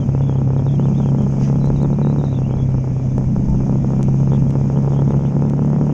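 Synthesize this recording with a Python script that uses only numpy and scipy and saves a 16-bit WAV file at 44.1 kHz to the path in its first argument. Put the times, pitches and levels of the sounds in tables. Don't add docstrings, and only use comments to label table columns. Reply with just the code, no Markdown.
import sys
import numpy as np
from scipy import signal
from scipy.io import wavfile
from scipy.ndimage import uniform_filter1d

SR = 44100
rng = np.random.default_rng(int(sys.argv[2]) if len(sys.argv) > 2 else 0)


def digitize_waveform(pressure):
    field = np.atleast_2d(pressure).T
    bounded = np.clip(field, -1, 1)
    quanta = np.round(bounded * 32767).astype(np.int16)
    wavfile.write(sys.argv[1], SR, quanta)


def makeup_ratio(level_db):
    decades = np.asarray(level_db, float) / 20
    return 10 ** decades


N = 261513
T = np.arange(N) / SR


def curves(rows, t=T):
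    s, *columns = np.transpose(rows)
    return [np.interp(t, s, column) for column in columns]


def read(points, hz):
    f, value = np.transpose(points)
    return np.interp(np.log(hz + 1), np.log(f + 1), value)


def hump(t, s, half):
    return np.exp(-((t - s) / half) ** 2)


def evened(x):
    return x / np.sqrt(np.mean(x ** 2) + 1e-20)


def filtered(x, order, hz, kind="low"):
    return signal.sosfilt(signal.butter(order, hz, kind, fs=SR, output="sos"), x)


def wander(hz):
    return evened(filtered(rng.standard_normal(N), 2, hz))


def noise(spectrum, patchy_db, level):
    frames, hz = N // 256 + 5, np.fft.rfftfreq(1024, 1 / SR)
    real, imaginary, patches = rng.standard_normal((frames, 513, 3)).T
    patches = uniform_filter1d(patches, size=8, axis=0)
    patches = evened(uniform_filter1d(patches, size=10, axis=1))
    field_db = read(spectrum, hz)[:, None] + patchy_db * patches
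    field_db = field_db + level(hz[:, None], np.arange(frames) * 256 / SR)
    field = (real + 1j * imaginary) * makeup_ratio(field_db)
    return signal.istft(field, nperseg=1024, noverlap=768)[1][:N]


# (time [s], pitch of the fourth order [Hz], its level [dB], roughness of the road [dB])
RIDE = [(0, 134, -18, -7.5), (.15, 135.3, -15, -5), (.55, 134.8, -16.5, -3), (.8, 136.8, -13.5, -0.5),
        (1.45, 136.8, -15, -1.5), (1.9, 140.8, -14.5, 0), (2.2, 141, -14.5, -0.5), (2.34, 131.5, -20, -3),
        (2.6, 132.5, -16, -3), (2.95, 129, -18, -8), (3.3, 131, -15.5, -7), (3.83, 133.1, -15, -2),
        (4.33, 135.5, -13, 0.5), (4.7, 137, -15.5, -1.5), (5.05, 138.5, -13, 3.5), (5.35, 140, -16, 0),
        (5.6, 143.5, -15, -0.5), (5.93, 146.5, -15.5, 2)]


def ride():
    return curves(RIDE)


FIRING = 0.11


def crank(hz):
    cycles = np.cumsum(hz / 4) / SR
    s = np.transpose(JOLTS)[0]
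    late = np.unwrap(2 * np.pi * np.interp(s, T, cycles - FIRING)) / (2 * np.pi)
    return cycles - uniform_filter1d(np.interp(T, s, late), size=5000, mode="nearest")


# (time [s], throttle [0-1])
THROTTLE = [(0, 0), (.68, 0.1), (.8, 1), (1.4, 0.63), (1.6, 0.86), (2.12, 0.86), (2.3, 0), (3.15, 0.2),
            (3.3, 1), (4.45, 0.7), (4.6, 0.5), (4.8, 0.62), (5.1, 0.74), (5.4, 0.89), (5.93, 0.96)]
# (multiple of the cycle, level shut [dB], level open [dB], signed swing at the
ENGINE_ORDERS = [(2, -15, -19.5, -1.1), (3, -7, -18, -0.89), (4, 1, -1, -1.03), (5, -17.5, -4, 0.66),
                 (6, -19, -6, -1.01), (7, -20.5, -17, -1), (8, -28, -21, -1.06), (10, -23, -18.5, 0.85)]


def engine(cycles, level_db):
    throttle = curves(THROTTLE)[0]
    out = np.zeros(N)
    for order, shut_db, open_db, swing in ENGINE_ORDERS:
        gain = makeup_ratio(shut_db + (open_db - shut_db) * throttle + 1.3 * wander(hz=30.3))
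        phase = 2 * np.pi * order * (cycles - FIRING) + 0.073 * wander(hz=25.2)
        out += swing * gain * np.cos(phase)
    return np.sqrt(2) * makeup_ratio(level_db) * out


SPRAY_S, SPRAY_HALF_S = 1.44, 0.045
# (time [s], half length [s], level [dB])
GUSTS = [(.16, 0.074, 8), (1., 0.19, 4.5), (1.4, .08, 10.5), (1.7, 0.14, 10.5), (1.91, 0.042, 20.5),
         (2.75, 0.4, 11.5), (3.5, 0.3, 17), (4.1, 0.17, 12.5), (4.45, 0.091, 11), (4.84, 0.11, 5.5),
         (5.65, .25, -12)]
# (time [s], level [dB])
HEADWIND = [
    (0, -1.5),
    (.45, -3.5),
    (.85, 0),
    (1.5, 0.5),
    (2.5, -2.5),
    (3.2, -1),
    (4.2, 1),
    (5.1, -0.5),
    (5.5, -2.5),
    (5.93, -1),
]
# (frequency [Hz], level [dB])
ROAR = [(12, -56), (25, -46), (55, -46.5), (82, -55.5), (140, -45), (240, -44.5), (330, -64), (520, -65.5),
        (680, -66.5), (850, -74.5), (1500, -85.5), (2400, -84.5), (3500, -94), (4400, -104), (9000, -130)]


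def roar(rough_db):
    calm_db, road_db, road_share, spray_db = -9, -2, 0.2, 10

    def thump(hz, t):
        gusts_db = sum(db * hump(t, s, half) for s, half, db in GUSTS)
        return (calm_db + gusts_db) / (1 + (hz / 70) ** 4)

    def road(hz, t):
        drive_db = np.interp(t, T, rough_db) + curves(HEADWIND, t)[0]
        swell_db = road_db + road_share * drive_db + spray_db * hump(t, SPRAY_S, SPRAY_HALF_S)
        return swell_db / (1 + (900 / (hz + 1)) ** 2)

    return noise(ROAR, 1.7, lambda hz, t: thump(hz, t) + road(hz, t) + 20)


# (frequency [Hz], level [dB])
HISS = [(3000, -110), (4300, -105), (5000, -90), (6250, -87), (6500, -84), (6750, -89.5), (7300, -97),
        (8000, -103), (10000, -112), (11500, -128), (11800, -128), (13000, -141), (16000, -146)]


def hiss():
    seams_db, spray_db = 19, 9.7

    def level(hz, t):
        spray = spray_db * hump(t, SPRAY_S, SPRAY_HALF_S) / (1 + (hz / 7500) ** 8)
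        return seams_db + curves(HEADWIND, t)[0] + spray

    return noise(HISS, 1.3, level) * makeup_ratio(1.0 * wander(hz=40))


# (time [s], length [s], first pitch [Hz], last pitch [Hz])
WHISTLES = [(0, .045, 3250, 3000), (0.215, 0.041, 3550, 3300), (.255, 0.081, 3500, 3200),
            (0.329, 0.066, 2800, 3400), (.575, 0.033, 3670, 3170), (0.665, 0.1, 3650, 3200),
            (0.779, 0.052, 2810, 3250), (0.828, 0.036, 3320, 3720), (.86, 0.038, 3180, 2450),
            (0.938, 0.055, 3300, 3720), (0.973, 0.092, 3680, 2950), (1.06, .045, 3300, 3070),
            (1.18, .075, 3250, 3210), (1.599, 0.04, 4100, 3800), (1.631, 0.06, 3800, 4130),
            (1.757, 0.033, 3850, 3650), (1.796, 0.036, 3660, 4280), (1.827, 0.033, 4200, 3380),
            (1.925, 0.019, 3700, 4100), (2.019, .11, 3820, 3920), (2.18, 0.065, 3850, 3570),
            (2.236, 0.1, 3780, 3820), (2.33, 0.066, 3700, 3450), (2.507, 0.039, 2800, 3420),
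            (2.579, .07, 3330, 3360), (4.299, 0.072, 3100, 3400), (4.755, .03, 2770, 3250),
            (2.423, 0.056, 2580, 2870), (4.922, .09, 3330, 3250), (5.245, .035, 2980, 3250)]


def whistles():
    level_db, fade_s = -51, 0.006
    looser = 1 + 1.5 * (T > 3.5)
    flutter_hz = 100 * wander(hz=90) * looser
    tremble = makeup_ratio(2.8 * wander(hz=90))
    out = np.zeros(N)
    for start, length, first_hz, last_hz in WHISTLES:
        span = (T >= start) & (T < start + length)
        t = T[span] - start
        glide_hz = first_hz + (last_hz - first_hz) * t / length
        turns = np.cumsum(glide_hz + flutter_hz[span]) / SR
        fade = np.minimum(np.minimum(t, length - t) / fade_s, 1)
        out[span] += fade * np.sin(2 * np.pi * turns)
    return makeup_ratio(level_db) * tremble * out


def scraps():
    lull_s, lull_half_s = 3.5, 0.55
    gate = np.clip(wander(hz=22) - 0.8, 0, 0.5)
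    drift_hz = 300 * wander(hz=30)
    tone = np.sin(2 * np.pi * np.cumsum(3000 + drift_hz) / SR)
    return makeup_ratio(-47.5) * gate * tone * (1 - hump(T, lull_s, lull_half_s))


# (time [s], pitch [Hz], level [dB])
WHINE = [
    (0, 2350, -62.5),
    (2.3, 2375, -61),
    (2.8, 2316, -59.5),
    (3.3, 2342, -61),
    (4.5, 2393, -61),
    (5.93, 2360, -77),
]


def gear():
    hz, db = curves(WHINE)
    turns = np.cumsum(hz + 60 * wander(hz=63.0)) / SR
    return makeup_ratio(db + 2.0 + 1.3 * wander(hz=30)) * np.sin(2 * np.pi * turns)


# (time [s], depth [dB])
POTHOLES = [(.05, 3), (.73, 2), (2.33, 1), (2.56, 1.5), (3.01, 3.5), (3.24, 4), (4.6, 1.5), (5.12, 9.5),
            (5.22, 7), (5.33, 2), (5.5, -0.5)]


def potholes():
    unload_s, rebound_s, rebound = 0.02, 0.045, 0.28
    change_db = np.zeros(N)
    for s, db in POTHOLES:
        change_db += db * (rebound * hump(T, s + rebound_s, unload_s) - hump(T, s, unload_s))
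    return change_db


SLAP_DB = [4, -9.5, -3, -15.5]
# (time [s], level [dB])
JOLTS = [(0.091, -19.5), (0.15, -18.5), (0.296, -19.5), (0.505, -22), (0.565, -20), (0.797, -18.5),
         (0.856, -21.5), (1.002, -21), (1.06, -19.5), (1.148, -20), (1.413, -23), (1.5, -20), (1.644, -20),
         (1.703, -16), (2.016, -18.5), (2.1, -20), (2.185, -22), (2.24, -20), (2.51, -22), (3.181, -18),
         (3.364, -22), (3.696, -20), (3.935, -22.5), (4.32, -18), (4.555, -18), (4.847, -23),
         (5.107, -17.5), (5.423, -17), (5.593, -19.5), (5.813, -16)]
# (time [s], level [dB])
BACKSWINGS = [(0.208, -22.5), (0.417, -24.5), (0.666, -23), (1.089, -23), (1.185, -26), (1.477, -28),
              (1.558, -24), (1.832, -19.5), (1.859, -25), (2.049, -22.5), (2.071, -19.5), (2.162, -24.5),
              (2.744, -25.5), (3.846, -22.5), (4.009, -24), (4.275, -22), (4.334, -19.5), (4.423, -22),
              (4.701, -20.5), (4.774, -18.5), (4.921, -25.5), (5.021, -18.5), (5.143, -22), (5.252, -23.5),
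              (5.367, -19.5), (5.536, -21), (5.703, -23.5), (5.732, -21.5), (5.763, -24), (5.895, -22.5)]
# (frequency [Hz], level [dB], decay by 60 dB [s])
CASE = [
    (257, -19.5, 0.039),
    (347, -18, 0.048),
    (469, -20.5, 0.032),
    (788, -17.5, 0.012),
]


def suck(t):
    t = np.maximum(t, 0)
    return (t / 0.0006) ** 3 * np.exp(3 - 3 * t / 0.00059)


def knock():
    t = np.arange(2200) / SR
    ring = np.zeros(len(t))
    for hz, db, t60 in CASE:
        onset = 1 - np.exp(-(t / 0.00017) ** 2)
        ring += makeup_ratio(db - 60 * t / t60) * np.sin(2 * np.pi * hz * t) * onset
    muffled = filtered(suck(t) + 0.26 * suck(t - 0.0022) + ring, 6, 1750)
    return filtered(muffled, 1, 90, "high")


def mount(cycles, rough_db):
    rattle_db = -17 + rough_db
    quarter = np.floor(4 * (cycles - FIRING + 0.018 * wander(hz=57.0)))
    at = np.flatnonzero(np.diff(np.maximum.accumulate(quarter)) > 0)
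    luck, bounce_luck = np.clip(rng.standard_normal((len(at), 2)), -3, 0.8).T
    stroke_db = np.take(SLAP_DB, quarter[at + 1].astype(int) % 4)
    size = makeup_ratio(stroke_db + rattle_db[at] + 7.5 * luck)
    slaps, knocks = np.zeros((2, N + 2000))
    slaps[at] = size
    bounce_at = at + (SR * (0.0045 + 0.001 * bounce_luck)).astype(int)
    slaps[bounce_at] += 0.58 * size * (bounce_luck > 0.2)
    for s, db in JOLTS + BACKSWINGS:
        hit = round(s * SR)
        slaps[hit - 260:hit + 150] = 0
        knocks[hit] = makeup_ratio(db + 14.5)
    blows = knocks + filtered(slaps, 2, 1600)
    return -signal.oaconvolve(blows, knock())[35:N + 35]


# (time [s], bright level [dB], dull level [dB])
STONES = [(0.145, -60, -49), (0.4408, -56, -47), (0.7994, -61, -55), (0.8607, -55.5, -50.5),
          (1.2202, -45.5, -48), (1.3246, -49.5, -45.5), (1.4872, -61.5, -37), (1.5262, -53.5, -46),
          (1.648, -49, -52), (1.6577, -40.5, -45), (1.703, -42.5, -57), (1.8288, -40.5, -54),
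          (3.1813, -38, -36.5), (3.4991, -44.5, -58), (3.8742, -53.5, -45), (4.0298, -31.5, -32),
          (4.348, -52, -49.5), (4.4963, -44, -60), (4.5065, -41.5, -34.5), (4.5542, -56.5, -54),
          (4.7852, -50, -56.5), (5.02, -55, -38), (5.108, -50.5, -53), (5.423, -42, -50.5),
          (5.4991, -41, -36), (5.659, -47, -54.5), (5.7014, -49.5, -45), (5.8128, -59.5, -46),
          (5.8641, -51.5, -49)]


def stones():
    ticks, thuds = np.zeros((2, N))
    for s, db, dull_db in STONES:
        hit = round(s * SR)
        ticks[hit] = makeup_ratio(db + 17.5)
        thuds[hit] = makeup_ratio(dull_db + 24.5)
    grit = rng.random(N) < 20 / SR
    ticks += grit * makeup_ratio(-50.0 + 1.9 * rng.exponential(1, N))
    port = signal.lfilter(*signal.iirpeak(6400, 6, SR), ticks)
    bright = filtered(ticks + 3.1 * port, 2, [5000, 9000], "band")
    return bright + filtered(thuds, 2, [1300, 3300], "band")


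def bracket():
    start_s, hz, level_db, t60_s = 3.483, 890, -32, 0.45
    since = np.maximum(T - start_s, 0)
    onset = 1 - np.exp(-since / 0.0049)
    return makeup_ratio(level_db - 60 * since / t60_s) * np.sin(2 * np.pi * hz * since) * onset


# (frequency [Hz], level [dB])
SIDE = [(60, -23.5), (120, -35.5), (240, -31.5), (470, -25.5), (940, -23), (1880, -22.5), (3740, -25.5),
        (7440, -26), (12000, -6)]


def left_right(mid):
    f, _, z = signal.stft(mid, SR, nperseg=256)
    scatter = np.exp(2j * np.pi * rng.random(z.shape))
    apart = makeup_ratio(read(SIDE, f) + 1.0)[:, None]
    side = signal.istft(z * scatter * apart, SR, nperseg=256)[1][:N]
    return np.array([mid + side, mid - side])


def scene():
    hz, level_db, rough_db = ride()
    cycles = crank(hz)
    mid = engine(cycles, level_db + potholes())
    mid += roar(rough_db) + hiss()
    mid += whistles() + scraps()
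    mid += gear()
    mid += mount(cycles, rough_db)
    mid += stones() + bracket()
    return left_right(mid)


def low_pass(x):
    return signal.sosfilt(signal.butter(12, 15640, fs=SR, output="sos"), x)


def record(dry):
    ends = np.clip(np.minimum(T, T[-1] - T) / 0.002, 0, 1)
    limited = 0.87 * np.tanh(dry / 1.118)
    return low_pass(limited * ends)


dry = scene()
out = record(dry)
digitize_waveform(out)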